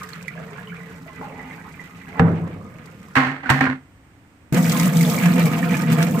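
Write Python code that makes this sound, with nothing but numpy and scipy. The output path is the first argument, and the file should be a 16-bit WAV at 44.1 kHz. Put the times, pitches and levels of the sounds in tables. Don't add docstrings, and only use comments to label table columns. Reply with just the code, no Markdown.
import sys
import numpy as np
from scipy import signal
from scipy.fft import rfft, irfft, next_fast_len
from scipy.io import wavfile
from scipy.ndimage import uniform_filter1d

SR = 44100
rng = np.random.default_rng(int(sys.argv[2]) if len(sys.argv) > 2 else 0)


def output_pcm(signal):
    pcm = np.clip(np.atleast_2d(signal).T, -1, 1) * 32767
    wavfile.write(sys.argv[1], SR, np.round(pcm).astype(np.int16))


def gain_from_db(level_db):
    decades = np.asarray(level_db, float) / 20
    return 10 ** decades


N = 273420
SIZE = next_fast_len(N + 8192)
HZ = np.maximum(np.arange(SIZE // 2 + 1) * SR / SIZE, 1)
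TIME = np.arange(N) / SR

# frequency in Hz, relative density in dB.
AIR_COLOUR = [(25, -16), (92, 0), (230, -10.5), (272, -5), (390, -17.5), (1060, -21.5), (2080, -23.5),
              (4000, -38), (16000, -42.5)]
# centre in Hz, width in Hz, relative level in dB.
AIR_HISS = [(8400, 1100, -36)]
# frequency in Hz, correlation of left and right noise from -1 to 1.
LIKENESS = [(60, 0.94), (150, 1), (380, 0.95), (950, 0.42), (2380, -0.15), (5980, -0.02), (15000, -0.13)]
# frequency in Hz, left minus right in dB.
BALANCE_DB = [(120, 1), (480, -2.5), (950, -4), (1890, -9.5), (3770, 0), (7520, -2), (15000, 2)]
# frequency in Hz, gain in dB.
PORT_COLOUR_DB = [(20, -1), (45, -6.5), (75, -1), (5500, -2), (7900, -1), (9800, -9.5), (13000, -4.5),
                  (16000, -2.5)]

# frequency in Hz, relative level in dB, t60 in seconds.
THUD_MODES = [(96.3, -14.5, 1), (167, -3, 0.71), (247, -7.5, 0.32), (455, -11.5, 0.38), (506, -15, 0.24),
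              (788, -14.5, 0.35), (1150, -28, 0.23)]
# frequency in Hz, relative density in dB.
THUD_COLOUR = [(55, -42), (90, -3), (170, 4.5), (400, -8), (1000, -13), (1780, -17.5), (5000, -53.5),
               (12000, -60)]
# frequency in Hz, t60 in seconds.
THUD_T60_S = [(60, 0.99), (250, 1), (1000, 0.56), (3000, 0.32), (9000, 0.12)]

# start in seconds, crack in dB, rattling tail in dB,
# hollow boom in dB, brightness in dB per octave above 2 kHz.
CLATTER_KNOCKS = [(3.153, -28, -19.5, -56, -2), (3.164, -14, -16, -21.5, -5.5), (3.267, -26, -31, -29, -4),
                  (3.431, -39, -33.5, -43, -8), (3.457, -38, -34, -36, -4.5),
                  (3.492, -14.5, -18.5, -35, -8), (3.499, -12, -26, -16, 2.5),
                  (3.607, -13, -22, -20.5, -4.5), (3.666, -16.5, -41, -32.5, -23),
                  (3.683, -52, -52, -27, -2)]
# frequency in Hz, relative level in dB, t60 in seconds.
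TANK_MODES = [(139.2, 0.5, 0.46), (261.6, 6.5, 0.38)]
# frequency in Hz, relative density in dB.
CLATTER_COLOUR = [(80, -33.5), (140, -0.5), (260, 4), (400, -10), (700, -14), (1810, -6.5), (2500, -15),
                  (3200, -22.5), (4600, -32), (16400, -35)]
# frequency in Hz, width in Hz, relative level in dB.
CLATTER_PEAKS = [(564, 26, -11), (782, 51, 0.5), (1078, 19, -1), (1600, 37, 0.5), (1850, 88, -6),
                 (2080, 81, -2.5), (4300, 650, -21)]
# frequency in Hz, t60 in seconds.
CLATTER_T60_S = [(100, 0.77), (1000, 0.41), (3000, 0.48), (8000, 0.35)]
# start in seconds, level in dB, frequency in Hz.
PINGS = [(3.163, -12, 1535), (3.166, -11, 1085), (3.169, -7, 2175), (3.223, -16, 1046), (3.4584, -16, 1490),
         (3.491, -13.5, 915), (3.501, -5.5, 1850), (3.503, -12, 1087), (3.606, -10, 1820),
         (3.664, -13.5, 1485), (3.665, -18.5, 1030)]

# start in seconds, level in dB.
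SPLATS = [(0.0326, -38), (0.0894, -40), (0.134, -46), (0.2264, -42.5), (0.28, -38.5), (2.858, -45),
          (4.545, -26), (4.696, -20.5), (4.72, -21.5), (4.798, -21), (4.97, -23), (5.0103, -25),
          (5.098, -23.5), (5.456, -28), (5.819, -31), (5.927, -30), (6.027, -21.5)]
# start in seconds, level in dB, bubble frequency in Hz.
DROPS = [(0.1326, -19, 4220), (0.2808, -15, 2006), (0.2806, -16, 2290), (0.3755, -24, 1634),
         (0.5781, -23.5, 1650), (0.6729, -25.5, 2960), (0.6963, -26, 2280), (0.72, -27, 1440),
         (0.728, -25, 1660), (0.7667, -25, 2350), (0.7941, -27.5, 1990), (0.8325, -26.5, 1990),
         (1.06, -31, 646), (1.222, -20, 840), (1.395, -22, 1983), (1.51, -21, 2080), (1.7948, -22.5, 1990),
         (2.647, -30.5, 1200), (4.7159, -15, 2060), (4.7962, -13, 2110), (5.0083, -10.5, 2144),
         (5.1794, -8.5, 2232), (5.2517, -11.5, 1717), (5.4557, -11.5, 2263), (5.6274, -11, 1800),
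         (5.6952, -14.5, 2350), (5.742, -9, 2380), (5.75, -14, 1700), (5.835, -16, 1880)]

# time in seconds, weight of water landing in dB, spatter as it breaks up in dB.
TRICKLE = [(0.0, -41, -36.5), (0.02, -43, -50), (0.3, -41.5, -60.5), (0.38, -35, -60), (0.52, -38.5, -60.5),
           (1.12, -44, -60.5), (1.23, -36, -59), (1.29, -38, -62), (1.46, -39.5, -60), (2.04, -47, -59.5),
           (2.17, -32, -62), (2.62, -39, -69.5), (3.14, -46.5, -61.5)]
# time in seconds, weight of water landing in dB, spatter as it breaks up in dB.
GUSH = [(4.527, -15, -34), (4.545, -8.5, -42), (4.623, -18, -37), (4.875, -16, -32.5), (4.921, -25.5, -45),
        (4.969, -17.5, -36.5), (5.071, -20, -32.5), (5.407, -13, -42), (5.471, -19.5, -35.5),
        (5.495, -16, -42.5), (5.699, -21.5, -44.5), (5.709, -13.5, -38.5), (5.881, -23, -50.5),
        (5.927, -8, -33.5), (5.961, -22.5, -46.5), (6.025, -11.5, -39.5), (6.073, -19.5, -44),
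        (6.2, -18, -42.5)]
# mean in dB, share of the weight's swing,
# share of the spatter's swing.
TRICKLE_ANSWER = [(-40, 0.74, .01), (-48, 1.65, 0.25), (-48, 0.58, 0.82), (-59, .01, 0.68)]
# mean in dB, share of the weight's swing, share of the spatter's swing.
GUSH_ANSWER = [(-16.5, 0.64, .01), (-33, 0.22, 0.2), (-35.5, 0.5, 0.19), (-37.5, 0.009, 1)]
# low edge in Hz, high edge in Hz, impacts per second,
# impact t60 in seconds, share of impacts over steady rush in dB.
POUR_PARTS = [(30, 387, 44, 0.17, -10), (326, 1200, 54, 0.061, 2), (1030, 3600, 140, 0.14, 11.5),
              (3630, 4260, 230, 0.059, 2), (5380, 11000, 140, 0.03, 3), (10200, 16000, 280, 0.033, 2.5)]
# resonance in Hz, width in Hz, relative level in dB.
BASIN_EMPTY = [(168.1, 47, 10), (441, 39, -1.5), (1640, 19, -14)]
# resonance in Hz, width in Hz, relative level in dB.
BASIN_POOL = [(169, 35, -2), (259, 31, -7.5), (443, 41, -11.5), (843, 52, -12), (1990, 94, -10),
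              (2350, 82, -15.5)]
# resonance in Hz, width in Hz, relative level in dB.
BASIN_SETTLING = [(175, 94, -3), (478, 120, -10.5), (1220, 61, -12.5), (2166, 140, -19.5)]
# resonance in Hz, width in Hz, relative level in dB.
BASIN_FILLING = [(167.6, 21.2, -2), (243.3, 13.6, -12), (487, 34.4, -15), (685.7, 29, -13.5),
                 (891, 41, -23.5), (1231, 16, -21.5), (2360, 25, -27.5)]
# frequency in Hz, relative density in dB.
TRICKLE_COLOUR = [(30, -20), (110, -14.5), (330, -20), (700, -23), (2000, -18.5), (3500, -31.5),
                  (16000, -36)]
# frequency in Hz, relative density in dB.
GUSH_COLOUR = [(30, -51), (75, -44), (130, -19.5), (210, -13), (360, -28), (770, -34.5), (2300, -32.5),
               (3500, -42.5), (16000, -38)]

CLATTER_START_S, GUSH_START_S = 3.153, 4.524
AIR_DB = -50.5
LEFT_LAG_RAD = 0.3
GARAGE_T60_S, GARAGE_DB = 0.19, -9.5
THUD_S, THUD_RING_DB, THUD_TICK_DB, THUD_TAIL_DB = 2.194, -5.5, -8, -20
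BOOM_LAG_S = 0.004
BOOM_PUFF_DB, BOOM_TAIL_DB = -18, -15
SHUDDER_T60_S, SHUDDER_DB = 0.09, -27
FADE_S, FADE_DB_PER_S = 3.733, 154
PING_CYCLES, PING_SWELL_CYCLES = 55, 3
DROP_CYCLES, DROP_SWELL_CYCLES = 39, 4.7
GURGLE_SPAN_S, GURGLE_HZ, GURGLE_TOP_DB = (1.2, 1.68), 850, -32
PLOP_DB, BUBBLE_DB, DROPLET_DB = 0, 9, 6.5
POOL_S = 0.847
TICKS_PER_S, TICKS_DB = 600, -2.5
WANDER_SHARE = 0.03


def rms_one(x):
    return x / np.sqrt(np.mean(x ** 2) + 1e-20)


def at_hz(points, hz):
    table_hz, values = np.array(points)[:, :2].T
    return np.interp(np.log(hz), np.log(table_hz), values)


def shape(colour, peaks, base_db):
    power = gain_from_db(at_hz(colour, HZ) + base_db) ** 2
    for hz, width_hz, level_db in peaks:
        power = power + gain_from_db(level_db) ** 2 / (1 + (2 * (HZ - hz) / width_hz) ** 2) ** 2
    return np.sqrt(power)


def band(low_hz, high_hz):
    return 1 / np.sqrt((1 + (low_hz / HZ) ** 8) * (1 + (HZ / high_hz) ** 8))


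def noise(gain, drive=1, clicks=0):
    white = drive * (rng.standard_normal((2, N)) + clicks)
    flat_gain = gain / np.sqrt(np.mean(gain ** 2))
    return irfft(rfft(white, SIZE) * flat_gain, SIZE)[:, :N]


def dying(clicks, t60_s):
    return signal.lfilter([1], [1, -gain_from_db(-60 / (t60_s * SR))], clicks + 1e-18)


def ring(clicks, hz, t60_s):
    r, w = gain_from_db(-60 / (t60_s * SR)), 2 * np.pi * hz / SR
    return signal.lfilter([0, np.sin(w)], [1, -2 * r * np.cos(w), r * r], clicks + 1e-18)


def train(times_s, levels_db):
    clicks = np.zeros(N)
    clicks[np.round(np.asarray(times_s) * SR).astype(int)] = gain_from_db(np.asarray(levels_db))
    return clicks


def impacts(hits, t60_s, share_db):
    sizes = gain_from_db(3.4 * np.minimum(rng.exponential(1, N), 4))
    blows = rms_one(dying(sizes * hits, t60_s))
    return rms_one(np.sqrt(1 + (gain_from_db(share_db) * blows) ** 2))


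def wander(x):
    slow = uniform_filter1d(uniform_filter1d(rng.standard_normal(N), 2000), 2000)
    shift = signal.lfilter([1], [1, -1 + 8 / SR], WANDER_SHARE * rms_one(slow))
    at = np.arange(N) * (1 - shift[-1] / N) + shift
    return np.array([np.interp(at, np.arange(N), path) for path in x])


def bubble(s, level_db, hz, angle_rad, cycles, rise, swell_cycles):
    t = np.arange(int(cycles / hz * SR)) / SR
    progress = t * hz / cycles
    tone = np.sin(2 * np.pi * hz * t * (1 + rise * progress)) * gain_from_db(-60 * progress)
    tone = tone * np.minimum(t * hz / swell_cycles, 1)
    at = int(s * SR)
    split = np.array([np.cos(angle_rad), np.sin(angle_rad)])
    return at, gain_from_db(level_db) * np.outer(split, tone)[:, :N - at]


def garage(paths):
    t = np.arange(SR // 2) / SR
    dull = signal.lfilter([1], [1, -.7], rng.standard_normal((2, len(t))))
    echo = dull * gain_from_db(-60 * t / GARAGE_T60_S) * (t > .004)
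    echo = echo / np.sqrt(np.sum(echo ** 2, axis=1, keepdims=True))
    answered = irfft(rfft(paths.sum(axis=0), SIZE) * rfft(echo, SIZE), SIZE)[:, :N]
    return paths + gain_from_db(GARAGE_DB) * answered


def ports(paths):
    common, apart = rfft(paths, SIZE)
    alike = np.clip(at_hz(LIKENESS, HZ), -.99, .999)
    a, b = np.sqrt(1 + alike), np.sqrt(1 - alike)
    left, right = gain_from_db(at_hz(BALANCE_DB, HZ) / 2), gain_from_db(-at_hz(BALANCE_DB, HZ) / 2)
    scale = 2 * gain_from_db(at_hz(PORT_COLOUR_DB, HZ)) / np.hypot(a * (left + right), b * (left - right))
    lag = np.exp(-.5j * LEFT_LAG_RAD)
    at_left = left * lag * (a * common + b * apart)
    at_right = right / lag * (a * common - b * apart)
    return irfft(scale * np.array([at_left, at_right]), SIZE)[:, :N]


def air():
    return gain_from_db(AIR_DB) * noise(shape(AIR_COLOUR, AIR_HISS, base_db=-2.5))


def burst(times_s, crack_db_at, tail_db_at, sound, t60_table, rise_s):
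    edges_hz, out = 40 * 2 ** np.arange(0, 9, .5), 0
    spectrum = rfft(sound, SIZE)
    for low_hz, high_hz in zip(edges_hz, edges_hz[1:]):
        hz = np.sqrt(low_hz * high_hz)
        crack = dying(train(times_s, crack_db_at(hz)) ** 2, 0.025)
        power = train(times_s, tail_db_at(hz)) ** 2
        tail = dying(power, at_hz(t60_table, hz) / 2) - dying(power, rise_s)
        envelope = np.sqrt(np.maximum(tail, 0) + crack)
        slow = np.exp(-hz / SR)
        swell = signal.lfilter([(1 - slow) ** 2], [1, -2 * slow, slow ** 2], envelope)
        out = out + swell * irfft(spectrum * band(low_hz, high_hz), SIZE)[:, :N]
    return out


def modes(clicks, table, soft_hz):
    contact = signal.butter(2, [55, soft_hz], "band", fs=SR, output="sos")
    push = signal.sosfilt(contact, clicks)
    ringing = sum(gain_from_db(level_db) * ring(push, hz, t60_s) for hz, level_db, t60_s in table)
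    return ringing * np.array([[1], [0]])


def thud():
    def tick_db_at(hz):
        return [THUD_TICK_DB + 1.3 * np.log2(hz / 500) - 10.0 * (hz < 400)]

    def tail_db_at(hz):
        return [THUD_TAIL_DB]

    uneven = impacts(rng.random(N) < 40 / SR, 0.038, share_db=-6.5)
    sound = noise(shape(THUD_COLOUR, [], base_db=0), uneven)
    tail = burst([THUD_S], tick_db_at, tail_db_at, sound, THUD_T60_S, rise_s=0.0092)
    return tail + modes(train([THUD_S + BOOM_LAG_S], [THUD_RING_DB]), THUD_MODES, soft_hz=800)


def pings():
    out = np.zeros((2, N))
    for s, level_db, hz in PINGS:
        at, tone = bubble(s, level_db, hz, 0.078, PING_CYCLES, rise=0, swell_cycles=PING_SWELL_CYCLES)
        out[:, at:at + tone.shape[1]] += tone
    return garage(out)


def clatter():
    s, crack_db, tail_db, boom_db, bright = np.transpose(CLATTER_KNOCKS)

    def crack_db_at(hz):
        return boom_db + BOOM_PUFF_DB if hz < 400 else crack_db + bright * max(np.log2(hz / 2000), 0)

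    def tail_db_at(hz):
        return boom_db + BOOM_TAIL_DB if hz < 400 else tail_db + bright * max(np.log2(hz / 2000), 0)

    rattling = impacts(rng.random(N) < 150 / SR, 0.013, share_db=-5.0)
    sound = noise(shape(CLATTER_COLOUR, CLATTER_PEAKS, base_db=4.0), rattling)
    blows = burst(s, crack_db_at, tail_db_at, sound, CLATTER_T60_S, rise_s=0.0079)
    knocks = train(s + BOOM_LAG_S, boom_db - 2.0)
    shudder = gain_from_db(SHUDDER_DB) * dying(knocks, SHUDDER_T60_S) * rng.standard_normal(N)
    boom = wander(modes(knocks + shudder, TANK_MODES, soft_hz=302))
    fade = gain_from_db(-FADE_DB_PER_S * np.maximum(TIME - FADE_S, 0))
    return (blows + boom + pings()) * fade


def splats():
    s, level_db = np.transpose(SPLATS)
    return noise(band(2900, 12200), dying(train(s, level_db), 0.04))


def answer(stream, rule, s):
    at, weight, spatter = np.transpose(stream)
    weight = np.interp(s, at, weight - weight.mean())
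    spatter = np.interp(s, at, spatter - spatter.mean())
    return [mean_db + heavy * weight + broken * spatter for mean_db, heavy, broken in rule]


def random_bubbles():
    draws = rng.random((4200, 4))
    s, hz = draws[:, 0] * N / SR, 500 * 27.6 ** draws[:, 2]
    trickling, gushing = s < CLATTER_START_S, s > GUSH_START_S
    levels_db = np.where(trickling, answer(TRICKLE, TRICKLE_ANSWER, s), answer(GUSH, GUSH_ANSWER, s))
    _, slosh_db, splash_db, spray_db = levels_db
    by_size_db = [slosh_db + PLOP_DB, splash_db + BUBBLE_DB, spray_db + DROPLET_DB]
    level_db = np.choose(np.digitize(hz, [1000, 2700]), by_size_db) + 11 * draws[:, 1] ** 3
    cycles = 9 + 34 * draws[:, 3] ** 2
    rows = np.c_[s, level_db, hz, cycles][trickling | gushing]
    return [(*row, 2) for row in rows]


def gurgle():
    draws = rng.random((34, 3))
    s = np.interp(draws[:, 0], [0, 1], GURGLE_SPAN_S)
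    hz = GURGLE_HZ * (1 + .25 * (draws[:, 2] - .5))
    return list(np.c_[s, GURGLE_TOP_DB - 8.0 * draws[:, 1], hz])


def drops():
    out = np.zeros((2, N))
    clear = [(*row, DROP_CYCLES, DROP_SWELL_CYCLES) for row in list(DROPS) + gurgle()]
    for s, level_db, hz, cycles, swell_cycles in random_bubbles() + clear:
        angle_rad = rng.uniform(-0.88, 1.0)
        at, tone = bubble(s, level_db, hz, angle_rad, cycles, rise=0.026, swell_cycles=swell_cycles)
        out[:, at:at + tone.shape[1]] += tone
    return garage(out)


def spatter_ticks():
    angle_rad = rng.uniform(-1.32, 1, N)
    sizes = gain_from_db(3.05 * np.minimum(rng.exponential(1, N), 4))
    ticks = (rng.random(N) < TICKS_PER_S / SR) * sizes * rng.choice([-1, 1], N)
    return gain_from_db(TICKS_DB) * rms_one(ticks) * np.array([np.cos(angle_rad), np.sin(angle_rad)])


def pour(levels_db, colour, basin):
    ticks, lumps = spatter_ticks(), rng.random(N)
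    gain, out = shape(colour, basin, base_db=-2), 0
    spray = np.sqrt(np.sum((gain * band(POUR_PARTS[3][0], POUR_PARTS[-1][1])) ** 2))
    for k, (low_hz, high_hz, per_s, t60_s, share_db) in enumerate(POUR_PARTS):
        hits = (lumps < .4 * per_s / SR) | (rng.random(N) < .6 * per_s / SR)
        part = gain * band(low_hz, high_hz)
        drive = gain_from_db(levels_db[min(k, 3)]) * impacts(hits, t60_s, share_db)
        own_ticks = np.roll(ticks, k * SR, axis=1) * (k >= 2)
        sound = noise(part, drive, own_ticks)
        if k < 3:
            out = out + wander(sound)
        else:
            out = out + np.sqrt(np.sum(part ** 2)) / spray * sound
    return out


def trickle():
    levels_db = answer(TRICKLE, TRICKLE_ANSWER, TIME)
    empty, pool, settling = [pour(levels_db, TRICKLE_COLOUR, basin)
                             for basin in (BASIN_EMPTY, BASIN_POOL, BASIN_SETTLING)]
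    pooled = np.clip((TIME - POOL_S) / 0.12, 0, 1)
    filling = np.sqrt(1 - pooled) * empty + np.sqrt(pooled) * pool
    return np.where(TIME < THUD_S, filling, settling)


def gush():
    water = pour(answer(GUSH, GUSH_ANSWER, TIME), GUSH_COLOUR, BASIN_FILLING)
    return water * np.clip((TIME - GUSH_START_S) / 0.0014, 0, 1)


def scene():
    first = (trickle() + thud()) * (TIME < CLATTER_START_S)
    return ports(air() + first + clatter() + splats() + drops() + gush())


def roll_off(x):
    return signal.sosfilt(signal.butter(12, 16640, fs=SR, output="sos"), x)


def record(dry):
    rounded = 1.008 * np.tanh(dry / 0.89)
    low_pass = signal.cheby2(12, 50, 16050, fs=SR, output="sos")
    mix = signal.sosfilt(low_pass, rounded)
    return roll_off(mix)


dry = scene()
out = record(dry)
output_pcm(out)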